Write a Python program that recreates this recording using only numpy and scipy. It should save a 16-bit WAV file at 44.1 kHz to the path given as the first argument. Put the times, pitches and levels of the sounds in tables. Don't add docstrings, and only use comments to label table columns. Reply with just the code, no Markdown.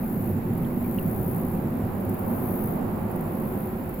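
import sys
import numpy as np
from scipy import signal
from scipy.fft import rfft, irfft
from scipy.io import wavfile
from scipy.ndimage import uniform_filter1d

SR = 44100
rng = np.random.default_rng(int(sys.argv[2]) if len(sys.argv) > 2 else 0)


def put_to_file(sound):
    columns = np.atleast_2d(sound).T
    safe = np.clip(columns, -1, 1)
    whole_steps = np.round(safe * 32767)
    wavfile.write(sys.argv[1], SR, whole_steps.astype(np.int16))


N = 176400

# (frequency [Hz], level [dB])
WING_SPECTRUM = [(6500, -64), (8400, -23.5), (9200, -13.5), (10200, -8), (11000, -3), (11700, 1),
                 (12600, -1), (13300, 0), (14000, 1.5), (14800, 0), (15800, -3)]
RUMBLE_PAN_DB, RUMBLE_SPREAD = -2, .11


def undb(db):
    return 10 ** (np.asarray(db) / 20)


def unit(x):
    return x / np.sqrt(np.mean(x ** 2))


def pan(db):
    return undb(np.array([[db], [-db]]) / 2)


def curve(points, t):
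    return undb(np.interp(t, *np.array(points).T))


def noise(response, spread=1):
    freqs = np.arange(N // 2 + 1) * SR / N + 1e-6
    mid, side = irfft(rfft(rng.standard_normal((2, N))) * response(freqs), N)
    return unit(mid + spread * side * np.array([[1], [-1]]))


def colour(points):
    hz, db = np.array(points).T
    return lambda f: undb(np.interp(np.log(f), np.log(hz), db))


def resonance(hz, width_hz):
    return lambda f: 1 / (1 + ((f - hz) / width_hz * hz / f * (f + hz) / (2 * hz)) ** 2)


def walk(per_s):
    hold = int(SR / per_s)
    steps = np.repeat(rng.standard_normal(N // hold + 1), hold)
    return unit(uniform_filter1d(uniform_filter1d(steps, hold), hold)[:N])


def steady(x, window_s=.16):
    return x / np.sqrt(uniform_filter1d(np.mean(x ** 2, axis=0), int(window_s * SR)))


def rumble(t, surge_s=.045, dip_s=.035):
    # (frequency [Hz], level [dB])
    spectrum = [(12, -7), (29, -42), (46, -8), (62, -17.5), (85, -6.5), (148, -8), (180, 0), (250, 0),
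                (290, -9), (335, -6.5), (450, -15.5), (700, -25.5), (1400, -43.5), (3000, -64.5)]
    # (time [s], level [dB])
    levels = [(0, -28), (.25, -26.5), (.55, -25.5), (.75, -27), (1.1, -26), (1.4, -27), (1.65, -26.5),
              (1.92, -29.5), (2.1, -27.5), (2.4, -27), (2.7, -27.5), (3, -28.5), (3.25, -29), (3.6, -28.5),
              (4, -33.5)]
    # (pitch [Hz], width [Hz], starting level against the roar [dB], drift [dB/s])
    drones = [(102.3, 7.1, -9.5, 0.08), (134.5, 2.5, -11.5, -0.47), (165.8, 11, -8.5, 0.5),
              (211.3, 8.6, -15, 2.5), (238.7, 7.1, -5.5, -4), (362.4, 11.7, -15, 1.68),
              (525.4, 31, -22.5, 2.5), (763, 41, -24.5, 1.5), (1348, 51, -43, 4)]
    # (time [s], level [dB])
    surges = [(.30, -29), (.53, -33), (1.03, -31.5), (1.26, -31), (1.86, -29), (2.08, -36)]
    # (time [s], level change [dB])
    dips = [(.43, -3.5), (2.185, -3.5), (3.62, -2.5)]
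    roar = noise(colour(spectrum), RUMBLE_SPREAD)
    for hz, width_hz, db, drift in drones:
        roar += undb(db + drift * t) * noise(resonance(hz, width_hz), RUMBLE_SPREAD)
    surge = sum(undb(db) * np.exp(-((t - at) / surge_s) ** 2) for at, db in surges)
    low_band = steady(noise(resonance(hz=100, width_hz=14), RUMBLE_SPREAD))
    dip_db = sum(db * np.exp(-((t - at) / dip_s) ** 2) for at, db in dips)
    return (steady(roar) * curve(levels, t) * undb(dip_db) + surge * low_band) * pan(RUMBLE_PAN_DB)


def rush(t):
    # (frequency [Hz], level [dB])
    spectrum = [(60, -27), (200, 2), (400, -2), (550, -1.5), (800, -2.5), (1050, -6.5), (1500, -17.5),
                (2000, -25.5), (2650, -33.5), (3300, -37.5), (4500, -47.5), (6200, -60), (9000, -66),
                (16000, -45)]
    # (time [s], level [dB])
    levels = [(0, -39), (.7, -39), (1.5, -38), (2.2, -35), (2.9, -34.5), (3.5, -36), (4, -40)]
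    swell = noise(colour(spectrum), spread=.88) * curve(levels, t)
    return swell * undb(.5 * walk(per_s=9.63)) * pan(-3)


def water_hiss():
    # (frequency [Hz], level [dB])
    spectrum = [(500, -28), (1400, 3.5), (2000, 0.5), (2650, -5), (3300, -16.5), (4600, -18), (6300, -27.5),
                (16000, -37)]
    return noise(colour(spectrum)) * undb(-52.5) * pan(-4.5)


def open_air():
    # (frequency [Hz], level [dB])
    spectrum = [(2000, 3), (3900, 3.5), (6300, -7), (16000, -4)]
    return noise(colour(spectrum)) * undb(-64) * pan(6.5)


def deep_bass(t):
    # (time [s], level [dB])
    levels = [(0, -45), (1.7, -45), (2.2, -54), (3, -50), (4, -40)]
    band = noise(resonance(hz=47.6, width_hz=21), RUMBLE_SPREAD)
    return band * curve(levels, t) * pan(RUMBLE_PAN_DB)


def wing_strokes(cycles, floor, width_cycles=.19, scatter_db=.8):
    nearest = np.round(cycles)
    strength = undb(scatter_db * rng.standard_normal(512))[nearest.astype(int) % 512]
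    scrape = np.exp(-.5 * ((cycles - nearest) / width_cycles) ** 2)
    return unit(floor + strength * scrape)


def wing_rasp(hz, lift_db=3, width_hz=1400):
    rasp = colour(WING_SPECTRUM)
    return noise(lambda f: rasp(f) * undb(lift_db * np.exp(-((f - hz) / width_hz) ** 2)))


def katydid_buzzes(t, rise_s=.22, edge_s=.06):
    # (start [s], length [s], stroke rate [Hz], level [dB], left over right [dB],
    # rasp between strokes [0-1], pitch [Hz])
    buzzes = [(-.153, 0.484, 60.5, -44.5, 6.5, 0.6, 13200), (0.695, 0.71, 59.7, -42.5, 8, 0.46, 15100),
              (1.182, 0.4, 59.5, -45, 5, 0.5, 11900), (2.253, 0.46, 59.2, -42.5, 8.5, 0.6, 13700),
              (2.085, 0.686, 61, -44.5, 7.5, 0.6, 14000), (3.206, 0.5, 60, -46.5, 5.5, 1, 12000)]
    out = np.zeros((2, N))
    for start, length, rate, db, pan_db, floor, hz in buzzes:
        age = t - start
        rise = np.interp(age, [0, rise_s], [.22, 1])
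        gate = np.clip(np.minimum(age, length - age) / edge_s + .5, 0, 1)
        out += undb(db) * pan(pan_db) * rise * gate * wing_strokes(age * rate, floor) * wing_rasp(hz)
    return out


def katydid_chorus(singers=7, stroke_hz=60):
    envelopes = []
    for _ in range(singers):
        rate = stroke_hz * (1 + .073 * walk(per_s=1.9))
        cycles = np.cumsum(rate) / SR + rng.random()
        envelopes.append(wing_strokes(cycles, floor=.32) * undb(.8 * walk(per_s=4)))
    blend = np.sqrt(np.mean(np.square(envelopes), axis=0))
    return blend * noise(colour(WING_SPECTRUM)) * undb(-47.5) * pan(5)


def crickets(t, chirp_hz=7, first_chirp_s=.1):
    beat = 1 + np.cos(2 * np.pi * chirp_hz * (t - first_chirp_s) + .5 * walk(per_s=2.9))
    chirps = unit(beat ** 2 * undb(1.2 * walk(per_s=chirp_hz)))
    song = steady(noise(resonance(hz=7370, width_hz=110), spread=.73))
    distant = noise(resonance(hz=7410, width_hz=490))
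    return undb(-76) * chirps * song + undb(-72) * distant


def drops(t, attack_s=.0007, ring_s=.0036, splash_s=.003, sag_per_s=7):
    # (time [s], pitch [Hz], level [dB], left over right [dB], splash against ring [dB])
    plips = [(.04, 2450, -53, -3, -12), (.275, 2670, -55.5, -3, -12), (0.647, 3250, -52, 7, -5),
             (.8475, 2330, -47.5, -11, -16), (0.9858, 2860, -36.3, -1.5, -15),
             (3.6994, 2100, -51, -10, -14)]
    out = np.zeros((2, N))
    for at, hz, db, pan_db, splash_db in plips:
        age = np.maximum(t - at, 0)
        phase = 2 * np.pi * np.cumsum(hz * np.exp(-age * sag_per_s)) / SR
        overtone = undb(-21) * np.sin(1.46 * phase)
        ring = (np.sin(phase) + overtone) * np.exp(-age / ring_s)
        spray = noise(resonance(1.05 * hz, width_hz=220), spread=.46)
        splash = undb(splash_db) * spray * np.exp(-age / splash_s)
        attack = 1 - np.exp(-age / attack_s)
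        out += 2 * undb(db) * pan(pan_db) * attack * (ring + splash)
    return out


def katydid_ticks(t, width_s=.0033):
    # (time [s], level [dB])
    ticks = [(.535, -44), (.579, -39.5), (.628, -39), (1.962, -51), (2.008, -44), (2.051, -40),
             (2.097, -35.5), (2.145, -38), (2.194, -38), (3.115, -40), (3.163, -40), (3.211, -40),
             (3.895, -39.5), (3.944, -39), (3.992, -41)]
    flicks = sum(undb(db) * np.exp(-.5 * ((t - at) / width_s) ** 2) for at, db in ticks)
    return flicks * wing_rasp(hz=15000) * pan(5.5)


def scene():
    t = np.arange(N) / SR
    bed = rumble(t) + rush(t) + water_hiss() + open_air() + deep_bass(t)
    return bed + katydid_buzzes(t) + katydid_chorus() + crickets(t) + drops(t) + katydid_ticks(t)


def record(dry, top_hz=15700):
    return signal.sosfilt(signal.ellip(10, .1, 80, top_hz, fs=SR, output="sos"), dry)


dry = scene()
out = record(dry)
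put_to_file(out)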